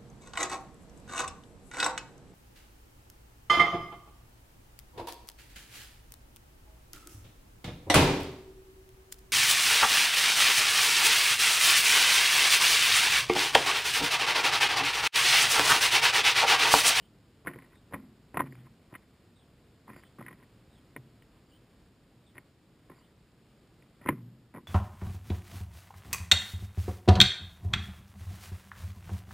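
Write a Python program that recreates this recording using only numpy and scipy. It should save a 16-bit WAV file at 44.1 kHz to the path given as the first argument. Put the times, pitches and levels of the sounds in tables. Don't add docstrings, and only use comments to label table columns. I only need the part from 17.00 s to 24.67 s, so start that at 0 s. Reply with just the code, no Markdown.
import sys
import numpy as np
from scipy import signal
from scipy.fft import rfft, irfft, next_fast_len
from scipy.io import wavfile

SR = 44100
rng = np.random.default_rng(int(sys.argv[2]) if len(sys.argv) > 2 else 0)


def materialize(psi):
    bounded = np.clip(np.atleast_2d(psi).T, -1, 1)
    quanta = np.round(bounded * 32767).astype(np.int16)
    wavfile.write(sys.argv[1], SR, quanta)


N = 338247

# (frequency [Hz], relative level [dB])
YARD_SPECTRUM = [(12, -40.5), (20, -24), (43, -5), (85, -3.5), (123, -2), (253, -7), (326, -8),
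                 (367, -11.5), (412, -11.5), (584, -17), (908, -22), (1170, -23), (5200, -30.5),
                 (6760, -37), (11400, -120)]
# (frequency [Hz], relative level [dB])
HISS_SPECTRUM = [(12, -30.5), (20, -6), (210, -9), (402, -12.5), (532, -18.5), (2100, -20.5), (5200, -19.5),
                 (6760, -36), (11400, -120)]
# (time [s], level [dB])
PAIR_CALLS = [(-.057, -69), (1.49, -71), (2.944, -68.5), (4.449, -68), (5.938, -69)]
# (time [s], level [dB])
FALL_CALLS = [(.735, -72.5), (2.348, -69.5), (3.708, -67.5), (5.237, -69.5)]
# (delay [s], length [s], first pitch [Hz], last pitch [Hz], level [dB], warble depth [share of pitch])
PAIR_NOTES = [(.006, .045, 5020, 4820, -5.5, 0.017), (.006, 0.063, 4640, 4560, -3, .016),
              (.061, .06, 2950, 3680, -.1, .045)]
FALL_NOTES = [(0, .07, 3780, 2880, 0, 0.042)]
# (time [s], strength [dB], tray thump against strength [dB],
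# upper housing tones against strength [dB], time the contact takes to die down [s])
PECKS = [(0.448, -38.5, 0, -15, 0.0034), (0.461, -29.5, -12, -18, 0.005), (0.471, -27.5, -2, 2.5, 0.0086),
         (0.487, -36.5, 1.5, -14, 0.0099), (0.511, -45, 3, -0.5, 0.004), (0.535, -41.5, 2, -2.5, 0.0057),
         (0.558, -40.5, 5.5, -8, 0.0064), (0.577, -49, 6, -11, 0.005), (0.587, -45, -4, 0.5, 0.0027),
         (0.621, -50, 5, 2.5, 0.0054), (0.909, -47.5, 3, -19, 0.003), (0.924, -35, -2, -17, 0.004),
         (0.935, -27, -1, -6, 0.0054), (0.941, -23.5, -7, -8, 0.0054), (0.957, -34.5, -3, -13, 0.0084),
         (1.343, -29, 0, -11, 0.0053), (1.354, -30, -5, -24, 0.0045), (1.37, -8.5, -14.5, -14, 0.0042),
         (1.393, -15.5, -4, -13.5, 0.0065), (1.4, -16, -7.5, -16.5, 0.002), (1.404, -8, -16.5, -18, 0.0014),
         (1.416, -24, -6, -12, 0.0054), (1.437, -41, 8.5, -17, 0.0038), (1.523, -47, 4.5, 1, 0.0026),
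         (1.925, -43.5, 7, -14, 0.0039), (1.939, -37, -13, -5, 0.0057), (1.951, -34.5, -8, 1.5, 0.0061),
         (2.879, -38, -23, -23, 0.0034), (2.891, -36, -12, -24, 0.0049), (2.9, -36.5, -1.5, -12, 0.0073),
         (2.932, -46, 4, -1, 0.0021), (2.942, -52, -6, 4.5, 0.003), (2.962, -41, 2.5, -5.5, 0.0034),
         (3.185, -36.5, -7, -29, 0.0034), (3.206, -36.5, -6, -17, 0.003), (3.21, -31.5, -19, -19, 0.0035),
         (3.224, -43, -3, -3, 0.0036), (3.263, -43, -14, 3.5, 0.0053), (3.281, -36.5, -24, 0.5, 0.0075),
         (3.308, -40.5, -1, -5, 0.0077), (3.327, -44, -1, -0.5, 0.0048), (3.962, -31.5, 0, -3, 0.0055),
         (5.354, -47, -0.5, -12, 0.0057), (5.367, -45, -3, -4, 0.0036), (5.38, -44.5, 2.5, 7.5, 0.0027),
         (5.898, -36, -0.5, -21, 0.0022), (5.916, -39, -0.5, -13.5, 0.0021),
         (7.013, -45.5, 5.5, -11, 0.0026), (7.053, -40, 6, -17, 0.0024), (7.06, -26.5, 3.5, -15, 0.0031),
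         (7.072, -38.5, -6, 3.5, 0.0061), (7.084, -21.5, -5, -9, 0.0067), (7.088, -8, -3.5, -10.5, 0.0026),
         (7.104, -31, 1.5, -6.5, 0.0089), (7.123, -36.5, 4, -12, 0.014), (7.54, -40, 2, -11, 0.0024),
         (7.547, -34.5, 0, -13.5, 0.0039), (7.559, -34, -8, -12, 0.0096), (7.571, -38.5, 5, -8, 0.0021),
         (7.581, -40, -2, -16, 0.006)]
# (pitch [Hz], level [dB], time to fall 60 dB [s])
HOUSING = [(764, -8, 0.0073), (1035, -4.5, 0.024), (1290, -7, 0.00824), (1490, -0.5, 0.01035),
           (1909, 2.5, 0.021), (2107, -0.5, 0.017), (2390, -3, 0.014), (3010, -10, 0.013),
           (3530, -13, 0.0089), (4100, -22.5, .008)]
# (pitch [Hz], level [dB], time to fall 60 dB [s])
TRAY = [(123.5, -7, 0.0994), (151, 3, 0.025), (192.8, -7.5, 0.062), (276, -4.5, 0.073),
        (347.2, -6.5, 0.078), (403.6, -3.5, 0.022), (556, -9, 0.027)]
# (time [s], length [s], level [dB])
SLIDES = [(0.46, 0.31, -55.5), (0.915, 0.16, -54.5), (1.337, 0.35, -54), (1.903, 0.14, -60.5),
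          (2.871, 0.23, -55.5), (3.187, 0.26, -55), (5.342, .09, -57), (5.892, 0.21, -60),
          (7.01, 0.21, -53), (7.55, 0.093, -60.5)]
# (time [s], hanger level [dB], wall level [dB], pitch at which the walls start strongest [Hz])
SHUDDERS = [(.48, -62, -51, 300), (.945, -72, -43.5, 253), (1.39, -41.5, -41.5, 270),
            (2.88, -62, -50.5, 298), (3.19, -50.5, -47, 260), (3.964, -48.5, -56, 186),
            (7.1, -38.5, -37.5, 186), (7.55, -63, -51, 257)]
# (pitch [Hz], level [dB], time to fall 60 dB [s])
WALLS = [(171, -2, 0.12), (224.7, 0, 0.073), (263.8, -5, 0.16), (349.4, -2.5, 0.12)]
# (time [s], strength [dB], favoured pitch [Hz])
DROPS = [(.647, -57, 1850), (.755, -53, 2100), (1.553, -50, 2150), (1.668, -49, 1100), (3.035, -50, 1900),
         (3.4, -56, 1900), (4.222, -43, 3080), (6.823, -51.5, 2300)]

YARD_DB, HISS_DB = -60, -75
WARBLE_HZ = 130
UPPER_HZ = 1450
SPOT_HZ, SPOT_SPREAD = 1996, 0.078
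SEED_TICKS_PER_S, SEED_SPREAD_DB = 3500, 3
SEED_FADE_DB = 17
SEED_ON_TRAY_DB = -6.5
HANGER_HZ, HANGER_WAVER = 121.9, 0.073
HANGER_RISE_S, HANGER_DB_PER_S = 0.015, 75
HANGER_TWIN_HZ, TWIN_DB, TWIN_DB_PER_S = 143, 1, 249
WALLS_RISE_S, WALLS_DB_PER_S = 0.004, 161
WALLS_TAIL_DB, TAIL_DB_PER_S = -11.5, 46
PANEL_REST_HZ, PANEL_SETTLE_S = 190, 0.52
DROP_CONTACT_S = 0.0014
MUFFLE_HZ, TRAY_FLOOR_HZ = 3045, 85.2
SAMPLER_CUT_HZ, CUTOFF_HZ = 5600, 15250


def amp(db):
    return 10 ** (np.asarray(db) / 20)


def rms_one(x):
    return x / np.sqrt(np.mean(x ** 2) + 1e-20)


def coloured(points, channels):
    size = next_fast_len(N)
    hz = np.maximum(np.fft.rfftfreq(size, 1 / SR), 1)
    point_hz, point_db = np.transpose(points)
    gain = amp(np.interp(np.log(hz), np.log(point_hz), point_db))
    noise = rng.standard_normal((channels, size))
    return rms_one(irfft(rfft(noise) * gain, size)[:, :N])


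def drift(rate):
    knots = rng.standard_normal(int(N / SR * rate) + 2)
    return np.interp(np.arange(N) / SR * rate, np.arange(len(knots)), knots)


def fade(s, rise_s, db_per_s):
    age = np.maximum(np.arange(N) / SR - s, 0)
    return (1 - np.exp(-age / rise_s)) * amp(-db_per_s * age)


def ring(force, hz, t60):
    r = amp(-60 / (t60 * SR))
    w = 2 * np.pi * hz / SR
    return signal.lfilter([0, np.sin(w)], [1, -2 * r * np.cos(w), r * r], force + 1e-18)


def contact_force(k, hz, contact):
    age = np.arange(900) / SR
    swell = (1 - np.exp(-age / 0.00025)) * np.exp(-age / max(contact, 1e-4))
    chatter = rng.standard_normal(900) * swell
    chatter /= np.sqrt(np.sum(chatter ** 2))
    chatter[20] += 0.66 * (-1) ** k
    drive = abs(np.sum(chatter * np.exp(2j * np.pi * hz * age)))
    return chatter / (drive + 0.33)


def knocks(times, contacts, levels_db, spots_hz, modes, favour_db):
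    out = np.zeros(N)
    for k, (hz, mode_db, t60) in enumerate(modes):
        force = np.zeros(N + 900)
        for s, contact, level_db, spot_hz in zip(times, contacts, levels_db, spots_hz):
            favour = amp(-favour_db * abs(np.log2(hz / spot_hz)))
            at = round(s * SR)
            force[at:at + 900] += amp(level_db + mode_db) * favour * contact_force(k, hz, contact)
        out += ring(force[:N], hz, t60)
    return out


def ticks(modes, per_s, spread_db):
    out = np.zeros(N)
    for hz, mode_db, t60 in modes:
        sizes = amp(spread_db * np.minimum(rng.exponential(1, N), 3))
        pushes = sizes * rng.choice([-1, 1], N)
        born = rng.random(N) < per_s / len(modes) / SR
        out += ring(amp(mode_db) * pushes * born, hz, t60)
    return rms_one(out)


def yard_rumble():
    level_db = YARD_DB + 1.03 * drift(1.615) + 0.55 * drift(11)
    return amp(level_db) * coloured(YARD_SPECTRUM, channels=1)[0]


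def chirp_note(length, first_hz, last_hz, warble):
    age = np.arange(round(length * SR)) / SR
    hz = first_hz + (last_hz - first_hz) * (age / length) ** 2.44
    hz *= 1 + warble * np.sin(2 * np.pi * WARBLE_HZ * age + rng.uniform(0, 2 * np.pi))
    swell = np.sqrt(np.sin(np.pi * age / length))
    return swell * np.sin(2 * np.pi * np.cumsum(hz) / SR)


def chirps():
    out = np.zeros(N + SR)
    for calls, notes in (PAIR_CALLS, PAIR_NOTES), (FALL_CALLS, FALL_NOTES):
        for s, call_db in calls:
            for delay, length, first_hz, last_hz, note_db, warble in notes:
                note = chirp_note(length, first_hz, last_hz, warble)
                at = round((1 + s + delay) * SR)
                out[at:at + len(note)] += amp(call_db + note_db) * note
    gusts = np.clip(0.81 + 0.5 * drift(90), 0, 2)
    out = out[SR:] * gusts
    echoes = np.zeros(round(0.031 * SR))
    echoes[rng.integers(1, len(echoes), size=30)] = 0.24 * rng.standard_normal(size=30)
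    echoes[0] = 1
    return signal.fftconvolve(out, echoes)[:N]


def pecks():
    s, peck_db, thump_db, upper_db, contact = np.transpose(PECKS)
    spots_hz = SPOT_HZ * np.exp(SPOT_SPREAD * rng.standard_normal(len(s)))
    lower = [mode for mode in HOUSING if mode[0] < UPPER_HZ]
    upper = [mode for mode in HOUSING if mode[0] > UPPER_HZ]
    return (knocks(s, contact, peck_db, spots_hz, lower, favour_db=1)
            + knocks(s, contact, peck_db + upper_db, spots_hz, upper, favour_db=6)
            + knocks(s, contact, peck_db + thump_db, spots_hz, TRAY, favour_db=1))


def rolling_seeds():
    modes = [(hz, mode_db - 6.3 * (hz > UPPER_HZ), t60) for hz, mode_db, t60 in HOUSING]
    modes += [(hz, mode_db + SEED_ON_TRAY_DB, t60) for hz, mode_db, t60 in TRAY[-3:]]
    t = np.arange(N) / SR
    slides = np.zeros(N)
    for s, length, db in SLIDES:
        slides += amp(db) * fade(s, 0.004, SEED_FADE_DB / length) * (t < s + length)
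    clumps = amp(4.3 * drift(70))
    return slides * clumps * ticks(modes, SEED_TICKS_PER_S, SEED_SPREAD_DB)


def hanger_hum():
    t = np.arange(N) / SR
    hz = HANGER_HZ * (1 + HANGER_WAVER * drift(18))
    hum = np.sqrt(2) * np.sin(2 * np.pi * np.cumsum(hz) / SR)
    twin = np.sqrt(2) * np.sin(2 * np.pi * HANGER_TWIN_HZ * t)
    hum_gain = sum(amp(db) * fade(s, HANGER_RISE_S, HANGER_DB_PER_S) for s, db, *_ in SHUDDERS)
    twin_gain = sum(amp(db + TWIN_DB) * fade(s, WALLS_RISE_S, TWIN_DB_PER_S) for s, db, *_ in SHUDDERS)
    return amp(3.4 * drift(20)) * hum * hum_gain + twin * twin_gain


def wall_tremble():
    t = np.arange(N) / SR
    wall_hz = np.array(WALLS)[:, :1]
    gains = 0
    for s, _, walls_db, panel_hz in SHUDDERS:
        settling = np.exp(-np.maximum(t - s, 0) / PANEL_SETTLE_S)
        panel_now = PANEL_REST_HZ + (panel_hz - PANEL_REST_HZ) * settling
        dying = fade(s, WALLS_RISE_S, WALLS_DB_PER_S)
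        dying += amp(WALLS_TAIL_DB) * fade(s, WALLS_RISE_S, TAIL_DB_PER_S)
        gains = gains + dying * amp(walls_db - 18 * abs(np.log2(wall_hz / panel_now)))
    out = np.zeros(N)
    for (hz, mode_db, t60), gain in zip(WALLS, gains):
        out += amp(mode_db) * gain * ticks([(hz, 0, t60)], 150, spread_db=1.5)
    return out


def drops():
    s, drop_db, spots_hz = np.transpose(DROPS)
    return knocks(s, [DROP_CONTACT_S] * len(s), drop_db, spots_hz, HOUSING, favour_db=17.5)


def scene():
    surroundings = yard_rumble() + chirps()
    feeder = pecks() + rolling_seeds() + hanger_hum() + wall_tremble() + drops()
    feeder = signal.sosfilt(signal.butter(3, MUFFLE_HZ, fs=SR, output="sos"), feeder)
    feeder = signal.sosfilt(signal.butter(3, TRAY_FLOOR_HZ, "high", fs=SR, output="sos"), feeder)
    return np.tile(feeder + surroundings, (2, 1))


def record(dry):
    x = dry + amp(HISS_DB) * coloured(HISS_SPECTRUM, channels=2)
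    x = signal.sosfilt(signal.cheby1(8, 0.5, SAMPLER_CUT_HZ, fs=SR, output="sos"), x)
    sampled = signal.resample_poly(x, 40, 147, axis=1)
    held = np.repeat(sampled, 4, axis=1)
    x = signal.resample_poly(held, 147, 160, axis=1)[:, 5:]
    x = np.pad(x, ((0, 0), (0, 16)))[:, :N]
    return signal.sosfilt(signal.ellip(10, 0.5, 70, CUTOFF_HZ, fs=SR, output="sos"), x)


dry = scene()
out = record(dry)
materialize(out)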